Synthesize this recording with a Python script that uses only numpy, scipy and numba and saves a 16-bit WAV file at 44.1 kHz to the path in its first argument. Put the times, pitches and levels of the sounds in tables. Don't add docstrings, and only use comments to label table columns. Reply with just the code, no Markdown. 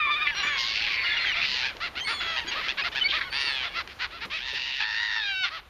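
import sys
import numpy as np
from scipy import signal
from scipy.io import wavfile
from scipy.ndimage import uniform_filter1d
from numba import njit

SR = 44100
rng = np.random.default_rng(int(sys.argv[2]) if len(sys.argv) > 2 else 0)


def dump(signal):
    limited = np.clip(np.atleast_2d(signal).T, -1, 1)
    pcm = np.round(limited * 32767).astype(np.int16)
    wavfile.write(sys.argv[1], SR, pcm)


N = 250929
TIME = np.arange(N) / SR

MEW_ROUGHNESS = .14
COLLAPSE, COLLAPSE_S = 0.22, 0.018


def undb(db):
    return 10 ** (np.asarray(db) / 20)


def unit(x):
    return x / np.sqrt(np.mean(x ** 2) + 1e-18)


def steady(x):
    power = np.abs(uniform_filter1d(x ** 2, size=1400))
    return x / np.sqrt(power + 1e-12)


def walk(n, rate):
    size = max(int(SR / rate), 1)
    held = np.repeat(rng.standard_normal(n // size + 2), size)
    return 1.2 * uniform_filter1d(held, size)[:n]


def cut(x, hz, kind, order=2):
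    return signal.sosfilt(signal.butter(order, min(hz, .45 * SR), kind, fs=SR, output="sos"), x)


@njit
def svf(x, hz, width):
    y, band, low = np.empty(len(x)), 0., 0.
    for i in range(len(x)):
        g, k = np.tan(np.pi * hz[i] / SR), width / hz[i]
        v = (band + g * (x[i] - low)) / (1 + g * (g + k))
        band, low, y[i] = 2 * v - band, low + 2 * g * v, k * v
    return y


def ring(x, hz, width_hz):
    return svf(x + 1e-18, hz * np.ones(len(x)), float(width_hz))


def fade(n, seconds):
    i = np.arange(n)
    return np.sin(np.pi / 2 * np.clip(np.minimum(i, n - i) / (seconds * SR), 0, 1)) ** 2


def add(out, start, x):
    i = max(int(start * SR), 0)
    out[i:i + len(x)] += x[:max(N - i, 0)]


def follow(rows):
    s, *controls = np.transpose(rows)
    t = np.arange(s[0], s[-1], 1 / SR)
    return s[0], *(np.interp(t, s, control) for control in controls)


def syrinx(hz, flutter, rough, split, flutter_hz=133, blur=0):
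    swing, jitter, air_level = .05, .11, .7
    trill_break = .4
    trill_skew = 1.3
    n, flutter, rough = len(hz), np.clip(flutter, 0, 1), np.clip(rough, 0, 1)
    bursts = np.cumsum(flutter_hz * (1 + (.008 + .2 * rough ** 2) * walk(n, 150))) / SR
    opening = -np.cos(2 * np.pi * (bursts % 1) ** trill_skew)

    bend = 1 + swing * flutter * opening
    bend = bend + jitter * rough * cut(walk(n, 900), 90, "high", order=1)
    bend = bend + (.002 + .002 * rough) * walk(n, 60)
    phase = 2 * np.pi * np.cumsum(hz * bend) / SR
    restart = (np.diff(np.floor(bursts), prepend=0) > 0) & (flutter > trill_break)
    last_restart = np.maximum.accumulate(np.arange(n) * restart)
    phase = phase - phase[last_restart] + np.pi

    pulses = np.zeros(n)
    for k in range(1, 22):
        if k * hz.mean() < 9000:
            stray = blur * rng.standard_normal() + .3 * walk(n, 30)
            pulses -= np.cos(k * phase + stray) * undb(2.2 * walk(n, 28))
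    pulses = pulses * (1 + split * np.cos(phase / 2))
    air = rng.standard_normal(n) * (1 + np.cos(phase))
    source = steady(pulses) * undb(2.2 * rough * walk(n, 600)) + air_level * rough * unit(air)
    return source * (1 + flutter * opening)


def throat(source, hz, bright_db, width_hz, low_hz, bill_hz=4100, top_hz=5400):
    source = cut(cut(source, low_hz, "high"), top_hz, "low", order=5)
    body = cut(ring(source, hz, width_hz), 3560, "low", order=3)
    bill = ring(ring(source, bill_hz, 1500), bill_hz, 2050)
    return steady(steady(body) + undb(bright_db) * steady(bill))


def cry(start, hz, db, throat_hz, bright_db, flutter, rough, width_hz, split, flutter_hz=133, blur=0,
        low_hz=1250, edge=0.0021, drop=COLLAPSE, bill_hz=4100, top_hz=5700):
    n, out = len(hz), np.zeros(N)
    time_left = TIME[:n][::-1]
    hz = hz * (1 - drop * np.exp(-time_left / COLLAPSE_S))
    source = syrinx(hz, flutter, rough, split, flutter_hz, blur)
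    voice = throat(source, throat_hz, bright_db, width_hz, low_hz, bill_hz, top_hz)
    add(out, start, voice * undb(db + .8 * walk(n, 45)) * fade(n, edge))
    return out


def bark(length, hz, throat_hz, bright_db, flutter, rough, swell=1):
    droop, slack, variety = .22, .45, .35
    u = np.linspace(-1, 1, int(max(length, .01) * 1.32 * SR))
    arch = min(0.09 / max(length, .01), 1) ** 4
    pitch = hz * np.clip(1 - arch * (droop * u ** 2 + slack * u.clip(0) ** 3), .2, 1)
    lean, attack = variety * rng.uniform(-0.974, 1, 2)
    pitch, swell = pitch * (1 + lean * u / 10), swell * (1 + attack)
    source = syrinx(pitch, flutter, 1.4 * rough, split=min(0.4 * rough, 1))
    voice = throat(source, throat_hz, bright_db, width_hz=1970, low_hz=1000)
    return voice * np.abs(np.sin(np.pi * ((u + 1) / 2) ** swell)) ** 0.73


# time in seconds, pitch in Hz, level in dB before the gain,
# brightness as bill over throat in dB.
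MEW_CURVE = [(0.0, 1274, -23, -29), (0.025, 1190, -22, -25), (0.052, 1213, -23, -25),
             (0.08, 1147, -24, -22), (0.116, 1207, -20, -4.5), (0.146, 1150, -26, 2.5),
             (0.17, 1248, -23.5, -5), (0.2, 1167, -29.5, -7.5), (0.227, 1239, -21.5, -4),
             (0.244, 1207, -30, -4), (0.272, 1140, -23.5, -3)]
# time in seconds, pitch in Hz, level in dB.
ANSWER_CURVE = [(0.43, 1127, -29), (0.465, 1155, -33.5), (0.478, 1193, -23), (0.505, 1160, -33),
                (0.56, 1108, -31), (0.63, 1048, -34), (0.685, 1119, -39), (0.73, 1088, -33.5)]


def mews(gain_db=-2.0):
    start, hz, db, bright_db = follow(MEW_CURVE)
    first = cry(start, hz, db + gain_db, throat_hz=1870, bright_db=bright_db, flutter=0.14,
                rough=MEW_ROUGHNESS, width_hz=720, split=0.16, low_hz=880, drop=0, bill_hz=3620, top_hz=3900)
    start, hz, db = follow(ANSWER_CURVE)
    answer = cry(start, hz, db, throat_hz=1840, bright_db=-12, flutter=0.13,
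                 rough=MEW_ROUGHNESS, width_hz=530, split=0.15, low_hz=750, drop=0)
    return first + answer


# time in seconds, level in dB,
# of which only the departure from the average is used.
BACKGROUND_LEVEL = [(0.0, -48), (2.541, -43), (4.06, -49.5), (4.901, -61.5), (5.69, -61)]
# frequency in Hz, relative level in dB per Hz.
SEA_SPECTRUM = [(25, -4.5), (66, -0.5), (100, -9.5), (180, -13.5), (1100, -12.5), (3000, -18), (7000, -38),
                (13000, -36.5), (15000, -42)]


def sea(db=-48, bubble_db=-61, count=900):
    s, level_db = np.transpose(BACKGROUND_LEVEL)
    swell = np.interp(TIME, s, level_db - np.mean(level_db))
    points_hz, points_db = np.transpose(SEA_SPECTRUM)
    out = np.zeros(N)
    for hz in 24 * 2 ** np.arange(0, 9.5, .5):
        band = unit(ring(ring(rng.standard_normal(N), hz, hz / 2), hz, hz / 2))
        band_db = np.interp(np.log(hz), np.log(points_hz), points_db) + 10 * np.log10(hz)
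        swell_share = .5 if 100 < hz < 8000 else .3
        out += band * undb(band_db + swell * swell_share + 2 * walk(N, 19))

    bubbles, t = np.zeros(N), TIME[:1500]
    for when, size, loud in rng.random((count, 3)):
        hz = 300 * 14 ** size
        bubble = np.sin(2 * np.pi * hz * (t + 5 * t ** 2)) * np.exp(-t * hz / 3)
        add(bubbles, when * N / SR, bubble * undb(10 * loud ** 3))
    return unit(out) * undb(db) + unit(bubbles) * undb(bubble_db + swell)


# start in seconds, end in seconds.
BOUTS = [(0, 1.65), (2, 2.68), (3.0, 3.7)]


def far_flock(db=-43, calls_per_s=19):
    out = np.zeros(N)
    for start, end in BOUTS:
        count = max(round((end - start) * calls_per_s), 1)
        for k, (when, long, high, colour, loud) in enumerate(rng.random((count, 5))):
            call = bark(.055 + .06 * long, 550 + 600 * high, 1300 + 1000 * colour, -6.0, colour / 2, 0.18)
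            add(out, start + (k + when) / count * (end - start), call * undb(2.0 * loud))
    return unit(out) * undb(db)


# start in seconds, length in seconds, first, middle and last pitch in Hz,
# level in dB, octave over fundamental in dB.
SQUEAL_CALLS = [(0.041, 0.066, 1185, 1098, 1004, -36, -7), (0.178, 0.062, 1795, 1684, 1710, -42, -8),
                (0.245, 0.027, 2490, 2580, 2780, -39, -12), (0.274, 0.0694, 1800, 1730, 1560, -37.5, -9),
                (.325, 0.15, 2900, 2823, 2900, -39.5, -10.5), (0.363, 0.068, 4130, 4050, 4020, -39, -24),
                (0.427, 0.26, 3500, 3290, 3320, -40.5, -11.5), (0.927, 0.21, 4500, 4470, 4400, -42, -48),
                (1.044, 0.05, 3055, 2830, 2900, -32, -37), (1.091, 0.087, 3540, 3420, 3270, -35.5, -38),
                (1.087, 0.061, 1665, 1720, 1750, -32.5, -22), (1.167, 0.02, 2930, 2840, 2720, -29, -23),
                (1.193, 0.067, 4200, 4200, 4040, -37, -43), (1.251, 0.062, 3340, 3160, 2970, -32, -22),
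                (1.315, .025, 2790, 2860, 2800, -34, -21), (1.996, 0.057, 3050, 3144, 3160, -36.5, -12.5),
                (2.047, 0.047, 2234, 2170, 2120, -35, -2.5), (2.031, 0.19, 4250, 4500, 3870, -41.5, -14.5),
                (2.06, 0.37, 3510, 3353, 3130, -39.5, -19.5), (2.473, 0.035, 3420, 3260, 3270, -41, -11),
                (2.473, .036, 4690, 4720, 4740, -43, -33), (2.511, 0.025, 2910, 2826, 2770, -35.5, -16),
                (2.818, 0.017, 2440, 2510, 2670, -31.5, -7.5), (3.01, 0.029, 3110, 3010, 2960, -27.5, -36),
                (3.04, 0.037, 2210, 2232, 2296, -25.5, -7.5), (3.245, .06, 1497, 1477, 1390, -45.5, -5),
                (3.303, 0.26, 4510, 4620, 4026, -38.5, -23.5), (3.653, 0.046, 3520, 3490, 3180, -40, -32),
                (5.193, 0.097, 3680, 3740, 3730, -36, -47), (5.266, 0.19, 2830, 2720, 2580, -38, -30)]


def squeals(waver=0.0062, swell_db=7):
    out = np.zeros(N)
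    for start, length, first, middle, last, db, octave_db in SQUEAL_CALLS:
        n = int(max(length, .015) * SR)
        u = np.linspace(-1, 1, n)
        hz = middle + (last - first) / 2 * u + ((first + last) / 2 - middle) * u ** 2
        phase = 2 * np.pi * np.cumsum(hz * (1 + waver * walk(n, 250))) / SR
        octave = undb(octave_db + 3 * walk(n, 30)) * np.sin(2 * phase)
        tone = np.sqrt(2) * (np.sin(phase) + octave)
        level_db = db + swell_db * (1 / 3 - u ** 2) + 2 * walk(n, 120)
        add(out, start, tone * fade(n, 0.0034) * undb(level_db))
    return out


# start and end in seconds, first and last pulses per second,
# first and last level in dB, first and last throat resonance in Hz, throat width in Hz,
# brightness as bill over throat in dB, roughness 0-1.
CREAK_CALLS = [(0.2706, 0.287, 284, 305, -17, -34, 2170, 2360, 420, -30, 0.041),
               (0.2805, 0.309, 298, 290, -29, -27.5, 2570, 2080, 800, -27, 0.051),
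               (0.736, 0.892, 266.8, 237, -33, -28, 2410, 2400, 650, -33, 0.45),
               (0.902, 1.038, 246.7, 223.2, -30, -28, 2360, 2170, 470, -13, 0.27),
               (1.042, 1.322, 235.2, 222.5, -30, -29.5, 2100, 2150, 520, -6, 0.69),
               (1.323, 1.463, 268.2, 249.7, -31.5, -26, 2250, 2380, 520, -7.5, 0.75),
               (3.082, 3.119, 418, 340.4, -28, -26.5, 3000, 3050, 1400, -15, 0.47),
               (3.115, 3.196, 336.7, 259.6, -30, -30, 2900, 1970, 1100, -4, 0.46),
               (3.206, 3.245, 298, 223.3, -25.5, -36, 2000, 1850, 800, -9, 0.33)]


def creaks(jitter=0.13, uneven_db=1.0, wander=0.16, bill_hz=3450, bill_width_hz=1200,
           puff_s=0.001, puff=2.5, attack_s=0.015):
    out = np.zeros(N)
    for start, end, rate0, rate1, db0, db1, throat0, throat1, width_hz, bright_db, rough in CREAK_CALLS:
        n = int(max(end - start, .008) * SR)
        cycles = np.cumsum(np.linspace(rate0, rate1, n) * (1 + jitter * rough * walk(n, 150))) / SR
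        at = np.flatnonzero(np.diff(np.floor(cycles), prepend=-1))
        slaps = np.zeros(n + 400)
        unevenness = uneven_db * rough * rng.standard_normal(len(at))
        size = undb(np.linspace(db0, db1, len(at)) + unevenness)
        slaps[at] = size * np.minimum((TIME[at] + 0.00099) / max(attack_s * rough, .002), 1)

        tail = np.exp(-TIME[:400] / puff_s)
        air = np.convolve(slaps, tail / np.sqrt(np.sum(tail ** 2)))[:len(slaps)]
        slaps = slaps + puff * rough * air * rng.standard_normal(len(slaps))
        throat_hz = np.linspace(throat0, throat1, len(slaps)) * (1 + wander * rough * walk(len(slaps), 89.3))
        body = ring(ring(slaps, throat_hz, width_hz), throat_hz, 1600)
        bill = ring(ring(slaps, bill_hz, bill_width_hz), bill_hz, bill_width_hz)
        voice = unit(body) + undb(bright_db) * unit(bill)
        voice = cut(cut(voice, 4630, "low", order=5), 730, "high")
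        add(out, start, unit(voice) * np.sqrt(np.mean(size ** 2) * n / len(slaps)))
    return out


# middle in seconds, length in seconds before the soft ends, top pitch in Hz before
# a slight random lean, level in dB before the gain, throat resonance in Hz.
BARK_CALLS = [(0.397, 0.086, 409.7, -31.5, 2070), (1.39, 0.07, 697, -32, 1600),
              (1.67, 0.077, 843, -32, 2650), (1.847, 0.07, 705, -31, 1630),
              (1.982, 0.047, 746, -32.5, 2380), (2.112, 0.064, 466, -29, 1590),
              (2.219, 0.031, 721, -30.5, 2170), (2.3, 0.15, 664.4, -33, 1600),
              (2.386, 0.039, 935, -28.5, 2330), (2.487, 0.043, 818, -37, 2360),
              (2.531, 0.036, 481, -31.5, 2010), (2.589, 0.068, 643.5, -32, 1340),
              (2.654, 0.061, 688, -34, 2080), (2.706, 0.039, 887, -28, 2760),
              (2.798, 0.043, 569, -28, 2220), (2.864, 0.046, 703, -28.5, 1680),
              (2.935, 0.03, 618, -38, 3000), (2.98, 0.05, 864, -28.5, 3070), (3.041, 0.053, 739, -36, 2000),
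              (3.162, 0.061, 642.5, -30, 1670), (3.661, 0.059, 705, -34, 1750),
              (3.781, 0.067, 687, -30.5, 1530), (3.909, 0.047, 399, -44.5, 2600),
              (4.028, 0.063, 503.6, -30, 1670), (4.157, 0.084, 684, -42, 1640),
              (4.235, 0.047, 466, -34.5, 1560), (4.353, 0.084, 643, -32, 2840),
              (5.466, 0.051, 401.4, -31, 2030), (5.552, 0.085, 657, -37.5, 1410)]


def barks(gain_db=2.05):
    plain_rough, trill_rough = .42, .19
    plain_swell, trill_swell = .92, .58
    out = np.zeros(N)
    for middle, length, hz, db, throat_hz in BARK_CALLS:
        trill = np.interp(hz, [660, 950], [0, 1])
        rough = plain_rough + trill * (trill_rough - plain_rough)
        swell = plain_swell + trill * (trill_swell - plain_swell)
        call = bark(length, hz, throat_hz, bright_db=-5, flutter=0.041 + trill, rough=rough, swell=swell)
        add(out, middle - len(call) / SR / 2, undb(db + gain_db) * call)
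    return out


# level in dB, throat resonance in Hz, throat width in Hz, bill resonance in Hz,
# brightness as bill over throat in dB, flutter 0-1, flutter rate in Hz, roughness 0-1, split 0-1.
SCREAM_CALLS = [(0.427, 0.46, .59, 556, 602, 526, 1.45, -29.5, 1840, 1210, 3300, -31, 0.01, 112, 0.54, 0.53),
                (0.566, 0.616, 0.97, 782, 965, 760, 1.06, -29, 3250, 1100, 4530, 0.5, 0.47, 117.1, 0.79, 0.43),
                (1.028, 1.101, 1.33, 699.4, 703.6, 662.5, 1.13, -30.5, 2010, 700, 3760, -6.5, 0, 100.3, 0.46, 0.2),
                (1.41, 1.488, 1.68, 796, 982, 791, 1.6, -28, 2640, 750, 4280, 0, 0.47, 130.3, 0.75, 1),
                (3.315, 3.401, 3.67, 723, 919, 700, 1.7, -28, 2570, 2170, 4200, -2, 0.72, 139.8, 0.3, 0.57),
                (4.392, 4.468, 4.59, 729, 913, 893, 1.4, -33.5, 2240, 2010, 4040, -1, 0.56, 130.4, 0.53, 0.56),
                (4.535, 4.575, 4.85, 875, 930, 902, 2.9, -31.5, 2500, 1060, 3980, -3, 0.43, 133, 0.65, 0.46)]


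def screams():
    bill_db_per_octave, level_db_per_octave = 14, 11.5
    throat_power, bill_power, flutter_power, strain_power = 0.73, 0.2, 0.57, 1.22
    out = np.zeros(N)
    for (start, crest, end, first, top, last, sag, db, throat_hz, width_hz, bill_hz, bright_db,
         flutter, flutter_hz, rough, split) in SCREAM_CALLS:
        t = np.arange(start, end, 1 / SR)
        leap = (top - first) * np.interp(t, [start, crest], [1, 0]) ** 2
        fall = (top - last) * np.interp(t, [crest, end], [0, 1]) ** sag
        hz = top - leap - fall
        effort = hz / top
        octaves = np.log2(effort)
        out += cry(start, hz, db + level_db_per_octave * octaves, throat_hz * effort ** throat_power,
                   bright_db + bill_db_per_octave * octaves, flutter, rough * effort ** strain_power,
                   width_hz, split, flutter_hz=flutter_hz * effort ** flutter_power,
                   blur=2.46 * rough,
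                   edge=0.012, bill_hz=bill_hz * effort ** bill_power)
    return out


# start in seconds, level in dB, cavity resonance in Hz.
SPLASHDOWNS = [(0.444, -53, 264), (4.25, -53.5, 246), (4.53, -56.5, 318)]


def plops(decay=0.024, spray_decay=0.074, spray_db=-5):
    out, t = np.zeros(N), TIME[:7000]
    for start, db, hz in SPLASHDOWNS:
        rising_tone = np.sin(2 * np.pi * hz * (t + 2 * t ** 2))
        cavity = rising_tone + 5.2 * unit(ring(rng.standard_normal(len(t)), hz, 340))
        spray = unit(ring(rng.standard_normal(len(t)), 1600, 1200)) * undb(spray_db)
        splash = cavity * np.exp(-t / decay) + cut(spray, 4000, "low") * np.exp(-t / spray_decay)
        add(out, start, undb(db) * (1 - np.exp(-t / 0.00067)) * splash)
    return out


# start in seconds, peak level in dB, ring in Hz.
BILL_SNAPS = [(1.768, -27.5, 2920), (3.875, -25.5, 2330)]


def snaps(decay=0.0016):
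    out, t = np.zeros(N), TIME[:2000]
    for start, db, hz in BILL_SNAPS:
        clack = ring(rng.standard_normal(len(t)) * np.exp(-t / decay), hz, 1300)
        clack = cut(clack, 5600, "low", order=6)
        add(out, start, clack / np.abs(clack).max() * undb(db))
    return out


# time in seconds, pitch in Hz,
# level in dB before the gain.
WAIL_CURVE = [(4.8, 828, -28), (4.86, 898, -31.5), (4.96, 890, -30), (5.01, 944, -29), (5.1, 925, -30.5),
              (5.188, 894, -30), (5.25, 812, -34), (5.3, 790, -30), (5.35, 756, -33), (5.422, 759, -29.5),
              (5.448, 733, -26), (5.485, 724, -50)]
STRAIN_FADE_S = [5.154, 5.39]


def wail(gain_db=1.5):
    rasp_bright_db, clear_bright_db = -4.5, -0.5
    start, hz, db = follow(WAIL_CURVE)
    strain = np.interp(start + TIME[:len(hz)], STRAIN_FADE_S, [1, 0])
    bright_db = clear_bright_db + strain * (rasp_bright_db - clear_bright_db)
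    return cry(start, hz, db + gain_db, throat_hz=1680 + 140 * strain, bright_db=bright_db,
               flutter=0.44 * strain, rough=.03 + .42 * strain, width_hz=660, split=0.27 * strain,
               flutter_hz=107.2, blur=0.82, low_hz=1130, edge=0.0046,
               bill_hz=3400 + 450 * strain, top_hz=5430)


def shore(x, db=-19, t60=0.52):
    t = TIME[:22000]
    tail = rng.standard_normal(len(t)) * np.exp(-np.log(1000) * t / t60) * (t > .004)
    return x + undb(db) * signal.fftconvolve(x, tail / np.sqrt(np.sum(tail ** 2)))[:N]


def scene():
    birds = mews() + screams() + wail() + barks() + creaks() + squeals() + snaps() + far_flock()
    return (shore(birds + plops()) + sea())[None]


def record(dry):
    dip = signal.butter(2, [7500, 8300], "bandstop", fs=SR, output="sos")
    top_cut = signal.ellip(8, .2, 70, 15150, fs=SR, output="sos")
    return signal.sosfilt(top_cut, signal.sosfilt(dip, dry))


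dry = scene()
out = record(dry)
dump(out)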